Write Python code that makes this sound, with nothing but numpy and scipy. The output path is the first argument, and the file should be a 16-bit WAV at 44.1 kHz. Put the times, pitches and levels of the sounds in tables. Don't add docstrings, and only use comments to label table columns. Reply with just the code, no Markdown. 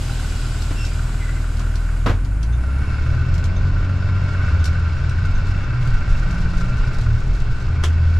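import sys
import numpy as np
from scipy import signal
from scipy.fft import rfft, irfft, next_fast_len
from scipy.io import wavfile
from scipy.ndimage import uniform_filter1d

SR = 44100
rng = np.random.default_rng(int(sys.argv[2]) if len(sys.argv) > 2 else 0)


def generate_wav(sig):
    pcm = np.round(np.clip(np.atleast_2d(sig).T, -1, 1) * 32767).astype(np.int16)
    wavfile.write(sys.argv[1], SR, pcm)


N = 361179
T = np.arange(N) / SR

# (frequency [Hz], relative level [dB])
HEAVE_SPECTRUM = [(8, 0.5), (18, 10.5), (33, 9.5), (45, 5.5), (60, -18), (100, -49)]
TYRE_SPECTRUM = [(35, -2.5), (58, -3), (78, 0.5), (100, -7.5), (123, -2.5), (150, -9), (200, -19.5),
                 (300, -56), (600, -57)]
ROAR_SPECTRUM = [(60, -6), (150, -6), (230, 6), (300, 2.5), (360, -1.5), (430, -3), (500, -8.5), (590, -4),
                 (820, -6.5), (1150, -6.5), (1800, -10.5), (2700, -16), (4000, -51)]
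BUZZ_SPECTRUM = [(1500, -13.5), (2600, 0), (3200, -2), (4200, -2), (5300, -3), (6000, -11), (7300, -11),
                 (8200, -20), (10000, -26), (13000, -38.5)]
TICK_SPECTRUM = [(700, -23.5), (2200, -3.5), (3800, 6.5), (5500, 4), (7500, 0), (9500, -10), (13000, -17)]
LATCH_SPECTRUM = [(150, -18), (400, 11.5), (650, 1.5), (1300, 2.5), (1900, 2), (2500, -3), (3200, 5),
                  (4200, -6), (6000, -3.5), (8500, -12), (13000, -25)]
AIR_SPECTRUM = [(500, 1), (1200, -10.5), (2900, 0.5), (5000, -7.5), (6800, -0.5), (7650, -0.5),
                (8300, -3.5), (9500, -6), (11000, -10.5), (12200, -9.5), (13300, -27)]
THUD_SPECTRUM = [(40, -6), (95, 8), (160, 0), (260, 4.5), (380, -8), (520, -1.5), (700, -8.5), (1050, -7),
                 (1500, -7), (2100, -14.5), (3000, -19.5), (4200, -24), (7000, -32.5), (9000, -45),
                 (13000, -44)]
# (frequency [Hz], likeness [0-1])
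EAR_LIKENESS = [(60, 1), (130, 0.91), (300, 0.97), (1200, 0.8), (2200, 0.67), (5000, 0.64), (12000, 0.73)]

# (time [s], heave level [dB], relative rattle rate [dB])
ROAD_BUMPS = [(3, -21, -15), (5.25, -13.5, -13), (5.8, -14, -3), (6.08, -12, -1), (6.3, -26, -3),
              (6.52, -13.5, -0.5), (6.9, -18, -2), (7.25, -16, -10.5)]
# (time [s], length [s], start pitch [Hz], end pitch [Hz], level [dB])
GLIDING_HUMS = [(3.257, 0.6, 30.88, 38.3, -20.5), (4.358, 0.45, 67, 79, -22),
                (5.651, 0.33, 116.5, 123, -21.5), (6.178, .6, 169, 180.6, -31), (6.147, 1.9, 430, 412, -51),
                (6.98, 0.26, 116, 107.5, -23.5)]
# (time [s], relative level [dB])
TRIM_TICKS = [(0.62, -28.5), (0.85, -29.5), (0.865, -34), (1.569, -37), (1.594, -30), (1.755, -31),
              (2.247, -36), (2.429, -31), (3.340, -33.5), (3.379, -34), (3.44, -29.5), (3.455, -36),
              (4.641, -25), (4.655, -24), (4.674, -35), (5.093, -35.5), (5.873, -36), (6.309, -37),
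              (6.57, -35.5), (6.984, -34), (7.011, -35), (7.401, -37)]
SEAT_CHIRPS = [(2.525, -44), (3.56, -43.5), (4.60, -45), (5.35, -45), (5.63, -47), (7.61, -52)]
# (frequency [Hz], relative level [dB])
SEAT_RINGS = [(3600, 1.7), (6250, -2)]
# (time [s], level [dB], time to fade by 60 dB [s])
LATCH_CLACKS = [(7.836, -19.5, 0.081), (7.845, -25, 0.15)]

# (time [s], level [dB], time to fade by 60 dB [s], push on the leaf [dB])
DOOR_THUDS = [(0.71, -29.5, 0.14, -24), (1.602, -31.5, 0.18, -35), (2.06, -13, 0.23, -18.5),
              (2.094, -19.5, 0.21, -22)]
# (time [s], length [s], start pitch [Hz], end pitch [Hz], level [dB],
# relative overtone level [dB], wobble [share of the pitch])
HINGE_SQUEALS = [(0.03, 0.205, 830, 730, -46, -22, .014), (0.755, 0.11, 2750, 2660, -38, -4.5, .005),
                 (0.869, .085, 2432, 2364, -39.5, -10, .006), (.98, 0.12, 1240, 1140, -41, -27, .012),
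                 (1.19, 0.075, 2070, 2006, -39, -25, .02), (1.276, 0.045, 1976, 2080, -41, -23, .018),
                 (1.352, 0.039, 2070, 2040, -42.5, -23, .014)]
# (frequency [Hz], width
# [Hz], relative level [dB])
LEAF_RINGS = [(95.4, 5, 3.5), (283, 35, -1), (500, 100, -34), (1060, 140, -31), (1500, 81, -40)]
KNOCK_RINGS = [(557, 83, -10.5), (1034, 51, -7), (1218, 45, -5.5), (1377, 14.2, 7.5), (1465, 126, 1.5),
               (1506.4, 64, 7), (1597, 71, -6.5), (1906, 147, -11.5), (2162, 12, -4), (2216, 21, -5),
               (2355, 19, -6), (2637, 47, -6.5), (2824, 26, -9.5)]

# (time [s], firing rate [Hz], firing tone level [dB])
ENGINE_RUN = [(2.15, 40.15, -20), (2.55, 60.5, -19), (2.85, 71, -23), (3.3, 84.5, -21), (3.6, 89.7, -20),
              (3.95, 92.5, -19.5), (4.3, 92.7, -21), (4.6, 87.5, -18), (5.0, 82.5, -19), (5.55, 95, -21),
              (5.8, 101, -30), (6.25, 76.5, -30), (6.6, 80, -28), (6.9, 79, -34), (7.17, 78, -21),
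              (7.55, 77, -34), (7.78, 80.5, -18), (8.19, 82.5, -14)]
# (multiple of the firing rate, relative level at idle [dB], under load [dB])
ENGINE_TONES = [(1 / 2, -15, -13), (3 / 2, -18, -2), (2, -5, -6.5), (5 / 2, -13, -14), (3, -11, -7),
                (7 / 2, -20, -15), (4, -18, -5), (9 / 2, -17, -2), (5, -16, -11), (11 / 2, -13, -10),
                (6, -10, -3)]
# (frequency [Hz], gain [dB])
CABIN_BOOM = [(20, -17.5), (40, -28), (60, -29), (80, -21.5), (100, -25), (121, -21), (136, -32),
              (162, -35.5), (178, -31.5), (205, -41), (240, -40), (280, -38), (330, -49), (720, -51)]
BODY_GROWL = [(480, -5.5), (600, 7.5), (700, -6.5), (850, -9), (1100, 0.5)]
CYLINDER_KNOCKS = [-4, -1, -3, -6, 4, -5]
# (time [s], knock level [dB])
ENGINE_EFFORT = [(1.95, -41.5), (2.27, -48.5), (2.9, -35.5), (3.3, -37.5), (4, -37.5), (4.45, -32.5),
                 (4.9, -36), (6.85, -35.5), (7.3, -41), (7.8, -38.5)]

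PULL_AWAY_S = 2.15


def from_db(db):
    return 10 ** (np.asarray(db) / 20)


def unit_power(x):
    return x / np.sqrt(np.mean(x ** 2) + 1e-20)


def over_time(rows):
    times, *columns = np.transpose(rows)
    return [np.interp(T, times, column) for column in columns]


def at_hz(points, hz):
    frequencies, values = np.transpose(points)
    return np.interp(np.log(hz), np.log(frequencies), values)


def drift(rate_hz):
    step, warm_up = 40, 2000
    pole = np.exp(-2 * np.pi * step * rate_hz / SR)
    white = rng.standard_normal(N // step + warm_up + 2)
    slow = signal.lfilter([1], [1, -2 * pole, pole * pole], white)[warm_up:]
    return np.interp(np.arange(N) / step, np.arange(len(slow)), unit_power(slow))


def noise(spectrum):
    size = next_fast_len(N, real=True)
    hz = np.maximum(np.arange(size // 2 + 1) * SR / size, 1)
    mid, side = rfft(rng.standard_normal((2, size)))
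    alike = np.clip(at_hz(EAR_LIKENESS, hz), 0, 1)
    pair = np.sqrt(1 + alike) * mid + np.sqrt(1 - alike) * side * [[1], [-1]]
    top_cut = np.maximum(hz / spectrum[-1][0], 1) ** 4
    gain = from_db(at_hz(spectrum, hz)) / top_cut
    return unit_power(irfft(pair * gain, size)[:, :N])


def resonate(x, hz, width_hz):
    r = np.exp(-np.pi * width_hz / SR)
    feedback = [1, -2 * r * np.cos(2 * np.pi * hz / SR), r * r]
    return signal.lfilter(np.array([1, 0, -1]) * (1 - r * r) / 2, feedback, x)


def blows(rows, attack_s):
    power = np.zeros(N)
    for start_s, db, t60 in rows:
        at = int(start_s * SR)
        t = T[:N - at]
        power[at:] += (from_db(db - 60 * t / t60) * (1 - np.exp(-t / attack_s))) ** 2
    return np.sqrt(power)


def cabin(x, echo_db, t60, spread=0.49):
    t = T[:SR // 4]
    shared, own = rng.standard_normal((2, len(t)))
    echoes = (shared + spread * own * [[1], [-1]]) * from_db(-60 * t / t60) * (t > .002)
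    echoes *= from_db(echo_db) / np.sqrt(np.sum(echoes ** 2, axis=1, keepdims=True))
    reflected = signal.fftconvolve(np.atleast_2d(x), echoes, axes=1)[:, :N]
    return (x + reflected) / np.sqrt(1 + from_db(echo_db) ** 2)


def gliding_hum(start_s, length_s, start_hz, end_hz, waver=0.02574):
    progress = np.clip((T - start_s) / length_s, 0, 1)
    hz = (start_hz + (end_hz - start_hz) * progress) * (1 + waver * drift(9.64))
    swell = np.sqrt(np.pi * np.abs(np.sin(np.pi * progress)))
    return swell * np.sin(2 * np.pi * np.cumsum(hz) / SR)


def road_shaking(load, smooth_heave_db=-32.5, smooth_jolt_db=-12, rise_s=0.033, t60=1.85):
    heave = blows([(s, db, t60) for s, db, _ in ROAD_BUMPS], rise_s)
    jolt = blows([(s, db, t60) for s, _, db in ROAD_BUMPS], rise_s)
    return heave + from_db(smooth_heave_db) * load, jolt + from_db(smooth_jolt_db) * load


def road(heave, load, standing_db=-29, rolling_db=-22):
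    rumble_db = standing_db + (rolling_db - standing_db) * load
    hums = sum(from_db(db) * gliding_hum(*glide) for *glide, db in GLIDING_HUMS)
    return heave * noise(HEAVE_SPECTRUM) + from_db(rumble_db) * noise(TYRE_SPECTRUM) + hums


def body_roar(bursts, effort_db, jolt, base_db=-40, throb=0.17):
    level_db = base_db + 0.25 * effort_db + 3 * jolt
    return from_db(level_db) * noise(ROAR_SPECTRUM) * unit_power(1 + throb * bursts)


def panel_rattle(bursts, effort_db, load, jolt, buzz_db=-47.5, rattle_db=-56, hits_per_s=520, t60=0.055):
    hits = (rng.random(N) < hits_per_s * jolt / SR) * rng.random(N)
    rattle = signal.lfilter([1], [1, -from_db(-60 / (t60 * SR))], hits + 1e-18)
    rattle = unit_power(uniform_filter1d(rattle, size=SR // 150))
    level_db = buzz_db + 0.53 * effort_db - 14.5 * (1 - load)
    buzz = cabin(noise(BUZZ_SPECTRUM), echo_db=-7.5, t60=0.24) * unit_power(1 + 0.3 * bursts)
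    buzz *= from_db(level_db + 0.8 * drift(32))
    return buzz + from_db(rattle_db) * noise(TICK_SPECTRUM) * rattle


def loose_fittings(tick_gain_db=7, tick_t60=0.019, chirp_gain_db=5, chirp_t60=.09):
    ticks = from_db(tick_gain_db) * noise(TICK_SPECTRUM)
    ticks *= blows([(s, db, tick_t60) for s, db in TRIM_TICKS], attack_s=0.0016)
    rub = noise(TICK_SPECTRUM)
    frame = sum(from_db(db) * unit_power(resonate(rub, hz, width_hz=130)) for hz, db in SEAT_RINGS)
    chirps = from_db(chirp_gain_db) * unit_power(frame)
    chirps *= blows([(s, db, chirp_t60) for s, db in SEAT_CHIRPS], attack_s=0.0035)
    echoing = cabin(ticks + chirps, echo_db=0, t60=0.12)
    return echoing + noise(LATCH_SPECTRUM) * blows(LATCH_CLACKS, attack_s=0.001)


def hinge_squeal(start_s, length_s, start_hz, end_hz, db, overtone_db, jitter):
    progress = np.linspace(0, 1, int(length_s * SR))
    tremble = unit_power(uniform_filter1d(rng.standard_normal((2, SR // 4)), size=90))
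    wobble, grip = tremble[:, :len(progress)]
    hz = (start_hz + (end_hz - start_hz) * progress) * (1 + jitter * wobble)
    phase = 2 * np.pi * np.cumsum(hz) / SR
    swell = np.sqrt(2 * np.abs(np.sin(np.pi * progress))) * unit_power(1 + .5 * grip)
    out, at = np.zeros(N), int(start_s * SR)
    out[at:at + len(progress)] = swell * (np.sin(phase) + from_db(overtone_db) * np.sin(2 * phase))
    return from_db(db) * out


def door_leaves(seal_hz=2500):
    squeals = sum(hinge_squeal(*row) for row in HINGE_SQUEALS)
    hits = np.zeros(N)
    for s, _, _, push_db in DOOR_THUDS:
        hits[int(s * SR)] = from_db(push_db)
    rubber_seal = signal.butter(2, seal_hz, fs=SR, output="sos")
    hits = signal.sosfilt(rubber_seal, hits + 1e-18)
    rings = sum(from_db(db) * resonate(hits, hz, width) * SR / (2 * np.pi * width)
                for hz, width, db in LEAF_RINGS)
    thuds = blows([row[:3] for row in DOOR_THUDS], attack_s=0.00096)
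    return cabin(squeals + rings, echo_db=2, t60=0.2) + noise(THUD_SPECTRUM) * thuds


def door_air(rush_peak_s=0.36, whistle_end_s=1.57, shut_s=2.1, valve_closes_s=2.83):
    rush_db = np.minimum(3 * (T - rush_peak_s), 7 * (rush_peak_s - T))
    rush = from_db(-41 + rush_db) * noise(BUZZ_SPECTRUM)
    hiss = from_db(-40.5 - 4.5 * T) * noise(AIR_SPECTRUM)
    flow = (rush + hiss) * from_db(-3.5 * (T > shut_s))
    whistle = from_db(-52.5) * unit_power(resonate(noise(AIR_SPECTRUM), hz=7730, width_hz=240))
    whistle *= np.sqrt(np.abs(np.sin(np.pi * np.minimum(T / whistle_end_s, 1))))
    leak_hz = 7500 + 800 * T
    leak_tone = np.sin(2 * np.pi * np.cumsum(leak_hz) / SR)
    leak = from_db(-63) * unit_power(noise([(900, 0)]) * leak_tone)
    swing = from_db(-40 + rush_db / 2) * noise(ROAR_SPECTRUM)
    valve = from_db(-32 * np.maximum(T - valve_closes_s, 0))
    return valve * (swing + cabin(flow + whistle + leak, echo_db=-2.5, t60=0.069))


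def engine_speed(idle_hz=40.15, idle_start_db=-24, swell_db_per_s=2.5):
    hz, db = over_time(ENGINE_RUN)
    idling = T < PULL_AWAY_S
    level_db = np.where(idling, idle_start_db + swell_db_per_s * T, db)
    return np.where(idling, idle_hz, hz), uniform_filter1d(level_db, size=SR // 10)


def combustion(firings, firing_hz, burst_s=0.0035, floor=0.58, uneven_db=2):
    number = firings.astype(int)
    force_db = np.array(CYLINDER_KNOCKS)[number % len(CYLINDER_KNOCKS)]
    force_db = force_db + uneven_db * rng.standard_normal(N)[number]
    since_firing_s = (firings % 1) / firing_hz
    return unit_power(floor + from_db(force_db) * np.exp(-since_firing_s / burst_s))


def engine_growl(firings, firing_hz, gear_db, base_db=-55, full_at_hz=90, db_per_hz=0.55, waver_db=3):
    level_db = base_db + gear_db + db_per_hz * np.minimum(firing_hz - full_at_hz, 0)
    tones = np.zeros(N)
    for multiple in np.arange(13, 27) / 2:
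        tone_db = at_hz(BODY_GROWL, multiple * firing_hz) + waver_db * drift(1)
        tones += from_db(tone_db) * np.cos(2 * np.pi * (multiple * firings + rng.random()))
    return from_db(level_db) * tones


def diesel_knock(bursts, load, cover_hz=1460, cover_width_hz=210, hood_hz=3100):
    drive = bursts * noise([(300, 0.011), (4000, 0)])
    rings = sum((-1) ** k * from_db(db) * resonate(drive, hz, width)
                for k, (hz, width, db) in enumerate(KNOCK_RINGS))
    starts = np.maximum(np.diff(bursts, prepend=bursts[0]), 0)
    clack = resonate(resonate(starts, cover_hz, cover_width_hz), cover_hz, cover_width_hz)
    knock = unit_power(rings) + from_db(-2 - 10 * load) * unit_power(clack)
    hood = signal.butter(4, hood_hz, fs=SR, output="sos")
    muffled = signal.sosfilt(hood, knock)
    running_power = uniform_filter1d(np.mean(muffled ** 2, axis=0), size=SR // 2)
    return muffled / np.sqrt(running_power)


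def engine_boom(firings, firing_hz, firing_db, load, gear_db):
    phase = 2 * np.pi * (firings - .6)
    waver_db = 0.17 + load
    tones = from_db(firing_db + 1.15 * waver_db * drift(0.98)) * np.cos(phase)
    for multiple, idle_db, load_db in ENGINE_TONES:
        level_db = idle_db + (load_db - idle_db) * load + gear_db * (multiple > 1)
        level_db += at_hz(CABIN_BOOM, multiple * firing_hz) + waver_db * drift(2.14)
        offset = 2 * np.pi * rng.random() * (multiple > 3)
        tones += from_db(level_db) * np.cos(multiple * phase + offset)
    return np.sqrt(2) * tones * from_db([[.2], [-.2]])


def scene(take_up_s=0.81, upshift_s=4.4, upshift_takes_s=.5, ordinary_knock_db=-37):
    firing_hz, firing_db = engine_speed()
    knock_db, = over_time(ENGINE_EFFORT)
    effort_db = knock_db - ordinary_knock_db
    load = np.clip((T - PULL_AWAY_S) / take_up_s, 0, 1)
    gear_db = -5 * np.clip((T - upshift_s) / upshift_takes_s, 0, 1)
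    heave, jolt = road_shaking(load)
    firings = np.cumsum(firing_hz) / SR + .13
    uneven_firings = firings + 0.0056 * drift(10)
    bursts = combustion(firings, firing_hz)
    engine = engine_boom(uneven_firings, firing_hz, firing_db, load, gear_db)
    engine += engine_growl(uneven_firings, firing_hz, gear_db)
    engine += from_db(knock_db) * diesel_knock(bursts, load)
    body = body_roar(bursts, effort_db, jolt) + panel_rattle(bursts, effort_db, load, jolt)
    return engine + body + road(heave, load) + door_air() + door_leaves() + loose_fittings()


def record(dry, cutoff_hz=13700):
    return signal.sosfilt(signal.ellip(10, .1, 90, cutoff_hz, fs=SR, output="sos"), dry)


dry = scene()
out = record(dry)
generate_wav(out)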